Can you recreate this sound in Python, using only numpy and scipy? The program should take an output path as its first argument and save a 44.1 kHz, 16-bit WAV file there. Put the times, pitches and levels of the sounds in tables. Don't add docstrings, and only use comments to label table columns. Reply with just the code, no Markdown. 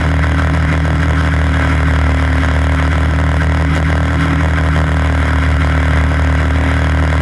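import sys
import numpy as np
from scipy import signal
from scipy.fft import rfft, irfft
from scipy.io import wavfile

SR = 44100
rng = np.random.default_rng(int(sys.argv[2]) if len(sys.argv) > 2 else 0)


def log_audio(samples):
    frames = np.atleast_2d(samples).T
    limited = np.clip(frames, -1, 1)
    pcm = np.round(limited * 32767).astype(np.int16)
    wavfile.write(sys.argv[1], SR, pcm)


def voltage_ratio(decibels):
    exponent = np.asarray(decibels, float) / 20
    return 10 ** exponent


N = 317961
T = np.arange(N) / SR
USUAL_HZ = 38.8


def evened(x):
    return x / np.sqrt(np.mean(x ** 2) + 1e-20)


def drift(rate_hz):
    lowpass = signal.butter(4, rate_hz, fs=SR, output="sos")
    return evened(signal.sosfilt(lowpass, rng.standard_normal(N)))


def resonate(x, hz, width_hz):
    pole = np.exp((2j * np.pi * hz - np.pi * width_hz) / SR)
    for _ in range(2):
        x = 2 * signal.lfilter([1 - abs(pole)], [1, -pole], x).real
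    return x


def add(mix, start_s, sound):
    part = mix[max(round(start_s * SR), 0):][:len(sound)]
    part += sound[:len(part)]


# time_s, cycles_hz
SPEED_CURVE = [(0.0, 39.139), (0.48, 39.308), (0.96, 39.385), (1.44, 38.783), (1.92, 38.101), (2.4, 38.178),
               (2.88, 38.494), (3.36, 38.948), (3.85, 39.438), (4.33, 39.713), (4.81, 39.015),
               (5.29, 38.363), (5.77, 38.201), (6.25, 38.365), (6.73, 38.62), (7.21, 38.916)]


def engine_hz():
    time_s, cycles_hz = np.transpose(SPEED_CURVE)
    return np.interp(T, time_s, cycles_hz)


# order (x cycle rate), level_db, speed_db_per_hz, kerb_db_per_shake
STRONG_ORDERS = [(2, -14.5, -.9, -0.36), (3, -26, 0.3, 0.3), (4, -21.5, 1, 0), (7, -26, -1.5, 0.6)]
# sway_db, lag_rad (as it fails), lead_rad (just before)
WEAK_FIRING_SWAY = [
    (-1.3, 0.56, 0.14),
    (-4, 0.34, .25),
    (3.5, 0.34, 0.18),
    (4, -0.02, 0.17),
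]
# order (x cycle rate), level_db
FAINT_ORDERS = [(5, -38.5), (8, -48.5), (9, -42.5), (11, -41)]


def hum(cycles):
    shake_place, shake_skew_rad = .28, 1.92
    firing_place, firing_skew_rad = .079, -.68
    fast_hz, shake = engine_hz() - USUAL_HZ, kerbs(column=2)
    orders = []
    for (order, level_db, speed_db, kerb_db), sway in zip(STRONG_ORDERS, WEAK_FIRING_SWAY):
        orders.append((round(order), level_db + speed_db * fast_hz + kerb_db * shake, *sway))
    orders += [(order, level_db, 0, 0, 0) for order, level_db in FAINT_ORDERS]
    late_cycles = .005 * drift(9)
    lost, early = stumble(.007), stumble(-.035)
    out = np.zeros(N)
    for order, level_db, sway_db, lag_rad, lead_rad in orders:
        place, skew_rad = (firing_place, firing_skew_rad) if order % 2 else (shake_place, shake_skew_rad)
        upper = order > 2
        waver_db = 0.72 * drift(2.33) * upper + (0.7 + 0.47 * upper) * drift(14.7)
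        height = voltage_ratio(level_db + sway_db * lost + waver_db)
        sway_rad = -lag_rad * lost + lead_rad * early + 0.11 * drift(11)
        phase = 2 * np.pi * order * (cycles - place + late_cycles) + skew_rad + sway_rad
        out += np.sqrt(2) * height * np.cos(phase)
    return out


# first_s, count (in a row), level_db (re full knock)
FAILED_KNOCKS = [(.218, 1, -11), (.371, 1, -26), (.524, 1, -28), (.677, 2, -17), (.829, 1, -24),
                 (.982, 2, -8), (1.16, 2, -11), (1.237, 1, -4), (1.313, 1, -23), (1.52, 2, -6),
                 (1.702, 1, -5), (1.858, 1, -44), (2.408, 1, -16), (2.774, 1, -28), (2.904, 1, -46),
                 (3.394, 1, -25), (3.675, 4, -17), (3.853, 2, -19), (4.182, 3, -14), (4.308, 1, -5),
                 (4.384, 1, -25), (4.561, 1, -37), (4.715, 2, -16), (4.868, 1, -6), (5.412, 1, -11),
                 (5.595, 1, -29), (6.091, 1, -5), (6.378, 1, -6), (6.534, 1, -7), (7.103, 1, -1)]
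# first_s, count (in a row), level_db (re full knock)
STRONG_REBOUNDS = [(0.053, 1, -2), (0.231, 1, -12), (0.384, 1, -3), (0.74, 1, 1), (1.096, 1, -4),
                   (1.249, 2, 0.5), (1.352, 1, -8), (1.61, 1, -3), (2.107, 1, -5), (2.448, 1, 1),
                   (2.552, 1, -6), (3.201, 1, 0.5), (3.433, 1, -0.5), (3.612, 1, -1), (3.764, 1, 2.5),
                   (4.144, 1, -2), (4.447, 1, 0.5), (4.574, 1, -4.5), (4.65, 2, -3), (4.778, 2, 0),
                   (4.88, 1, -4.0), (5.061, 1, 0.5), (5.503, 1, -3), (5.555, 1, -9), (5.974, 1, 2.5),
                   (6.104, 1, -10), (6.287, 1, -10), (6.417, 1, -2), (7.038, 1, -0.5), (7.141, 1, -3.5)]


def knock_list(cycles):
    soft_db = 1.1
    faint_db, faint_spread_db, chain_db = -18, 5, 5
    chain_cycles, chain_place = 6.54, .447
    turn = np.arange(1, cycles[-1], .5)
    at_s, luck = np.interp(turn, cycles, T), rng.standard_normal(len(turn))
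    chain_swell = np.cos(2 * np.pi * (turn / chain_cycles - chain_place))
    rebound_db = np.minimum(faint_db + faint_spread_db * luck + chain_db * chain_swell, -7)
    knock_db = .6 - soft_db * luck ** 2 / (1 + 0.088 * luck ** 2)
    level_db = np.where(turn % 1, rebound_db, knock_db)
    for first_s, count, odd_db in list(FAILED_KNOCKS) + list(STRONG_REBOUNDS):
        level_db[np.argmin(abs(at_s - first_s))::2][:round(count)] = odd_db
    return list(zip(at_s, level_db))


def stumble(after_s):
    lost = np.zeros(N)
    for first_s, count, level_db in FAILED_KNOCKS:
        share = np.clip(1 - voltage_ratio(level_db), 0, 1) * np.hanning(round(.07 * SR))
        for start_s in first_s + np.arange(round(count)) / USUAL_HZ:
            add(lost, start_s + after_s - .035, share)
    return lost - lost.mean()


# mode_hz, width_hz, level_db
DRIVE_MODES = [(602, 355, 4), (997, 193, -6.5), (1485, 530, -0.5), (1910, 376, -3.8), (2697, 350, -14.5),
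               (3400, 250, -13.5)]


def knocks(cycles):
    lead_s, contact_s, scatter_s, detune = .0012, .00097, .0003, .02
    blows = knock_list(cycles)
    luck = rng.standard_normal((len(blows), 2 + 2 * len(DRIVE_MODES)))
    t = np.arange(400) / SR
    thud, clatter = np.zeros(N), np.zeros(N)
    for (blow_s, blow_db), row in zip(blows, luck):
        start_s = blow_s - lead_s + scatter_s * row[0]
        size = voltage_ratio(blow_db + .7 * row[1])
        ring = np.zeros(len(t))
        for k, (mode_hz, width_hz, level_db) in enumerate(DRIVE_MODES):
            swell = np.pi * width_hz * t * np.exp(1 - np.pi * width_hz * t)
            own_hz = mode_hz * (1 + detune * row[-1 - k])
            ring -= voltage_ratio(level_db + row[2 + k]) * swell * np.cos(2 * np.pi * own_hz * (t - contact_s))
        add(thud, start_s, size * ring)
        burst = 0.51 * t / 0.00095 * np.exp(1 - t / 0.00086)
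        add(clatter, start_s, np.sqrt(size) * burst * rng.standard_normal(len(t)))
        add(clatter, start_s + 0.00043, size * np.array([4.2]))
    jolts(thud, clatter)
    return voltage_ratio(-16.5) * thud, clatter


# start_s, level_db (re full knock)
BUMP_JOLTS = [
    (3.712, -4),
    (3.752, 6),
    (3.761, 7),
    (3.776, 7),
    (4.209, 8),
    (5.421, -5),
]


def jolts(thud, clatter):
    t = np.arange(400) / SR
    decay = np.exp(-t / .0006)
    for start_s, level_db in BUMP_JOLTS:
        add(clatter, start_s, voltage_ratio(level_db) * decay * rng.standard_normal(len(t)))
        add(thud, start_s, voltage_ratio(level_db - 28) * decay * rng.standard_normal(len(t)))


# mode_hz, width_hz, chatter_db, clatter_db (of a knock)
FRAME_MODES = [(1034, 236, -3, -55), (1332, 148, 1.5, -16), (1542, 206, 2.5, -20), (2021, 567, -2.5, -27),
               (2872, 125, -9.5, -30), (3195, 390, -10, -24.5), (3907, 560, -20.5, -33.5),
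               (4990, 1100, -20, -32), (6620, 700, -29, -31), (7620, 1130, -29.5, -35),
               (10200, 1550, -30, -39), (13400, 1700, -47, -58)]


def rattle(cycles, clatter):
    rattle_db, rattle_db_per_hz, treble_db, clumps_db = -25.5, -1.3, -0.65, .9
    load = np.cos(4 * np.pi * (cycles - .93)) - 1.7 * np.sin(2 * np.pi * cycles)
    rough_db = kerbs(column=3)
    usual_db = rattle_db + rattle_db_per_hz * (engine_hz() - USUAL_HZ) + rough_db
    chance_db = clumps_db * drift(28.4) + 0.96 * drift(440)
    clumps = voltage_ratio(usual_db + .5 * load + 4.9 * stumble(0.017) + chance_db)
    ticks = voltage_ratio(3.5 * np.minimum(rng.exponential(1, N), 4)) * (rng.random(N) < 900 / SR)
    ticks = evened(ticks * rng.choice([-1, 1], N))
    hiss = rng.standard_normal(N)
    low = clumps * (0.97 * hiss + 0.5 * ticks)
    bright_db = treble_db - 0.15 * rough_db + valves(cycles)
    bright_db = bright_db + 0.37 * stumble(0.053) + .2 * load + 1.26 * drift(130)
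    bright = clumps * voltage_ratio(bright_db)
    out, buzz = np.zeros(N), drift(10.8)
    for k, (mode_hz, width_hz, chatter_db, clatter_db) in enumerate(FRAME_MODES):
        own_ticks = np.roll(ticks, 997 * k)
        high = bright * (0.64 * hiss + 0.42 * ticks + 0.28 * own_ticks)
        swell_db = np.roll(buzz, 20011 * k)
        chatter = voltage_ratio(chatter_db + 12.5 + 1.06 * swell_db) * (high if mode_hz > 2500 else low)
        drive = chatter + voltage_ratio(clatter_db + 10.5) * clatter
        out += (-1) ** k * resonate(drive, mode_hz, width_hz)
    return out


# place (in cycle 0-1), length_cycles, level_db
VALVE_STIRS = [
    (.2, 0.06, 5.5),
    (.36, 0.024, 1.5),
    (.57, .09, 3),
    (.875, 0.062, 3),
]


def valves(cycles):
    place_now = cycles % 1
    return sum(level_db * np.exp(-((place_now - place) / length_cycles) ** 2)
               for place, length_cycles, level_db in VALVE_STIRS)


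# middle_s, length_s, shake, chatter_db
ROUGH_PATCHES = [(0.016, 0.062, 8.4, 6), (0.702, 0.14, 1.5, -0.1), (0.958, 0.3, 1.5, 0),
                 (1.654, 0.16, 4.5, 4), (2.42, 0.25, 1.5, 1.5), (3.762, .3, 0.4, -2.2),
                 (4.2, 0.42, 1.8, 1.5), (4.31, .08, 6, 2.5), (4.847, 0.14, 0.96, -1.5),
                 (5.232, 0.18, 1.2, 1.5), (5.924, 0.19, 0.26, 2), (6.708, .13, 4.5, 5.5)]


def kerbs(column):
    return sum(row[column] * np.exp(-(2 * (T - row[0]) / row[1]) ** 2) for row in ROUGH_PATCHES)


# freq_hz, level_db (per Hz)
ROAD_WIND = [(15, -22), (35, -10.5), (52, -10), (98, -8.5), (330, -8.5), (400, -20.5), (800, -18.5),
             (1500, -34)]


def rumble():
    road_db, road_db_per_hz, lumps_db = -28.5, 0.3, 1.6
    hz = np.fft.rfftfreq(N, 1 / SR)
    freq_hz, level_db = np.transpose(ROAD_WIND)
    shape = voltage_ratio(np.interp(np.log(hz + 1), np.log(freq_hz), level_db, right=-120))
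    noise = evened(irfft(rfft(rng.standard_normal(N)) * shape, N))
    swell_db = road_db + road_db_per_hz * (engine_hz() - USUAL_HZ) + 0.87 * kerbs(column=2)
    return noise * voltage_ratio(swell_db + lumps_db * drift(10.4) + 2.5 * stumble(0.031))


def scene():
    cycles = .443 + np.cumsum(engine_hz()) / SR
    thud, clatter = knocks(cycles)
    return (hum(cycles) + thud + rattle(cycles, clatter) + rumble())[None]


def top_cut(x):
    return signal.sosfilt(signal.butter(12, 15430, fs=SR, output="sos"), x)


def record(dry):
    lowpass = signal.butter(20, 14600, fs=SR, output="sos")
    edge = signal.sosfilt(lowpass, dry) + 0.017 * dry
    mix = 1.74 * np.tanh(edge / 1.641) + .0026
    return top_cut(mix)


dry = scene()
out = record(dry)
log_audio(out)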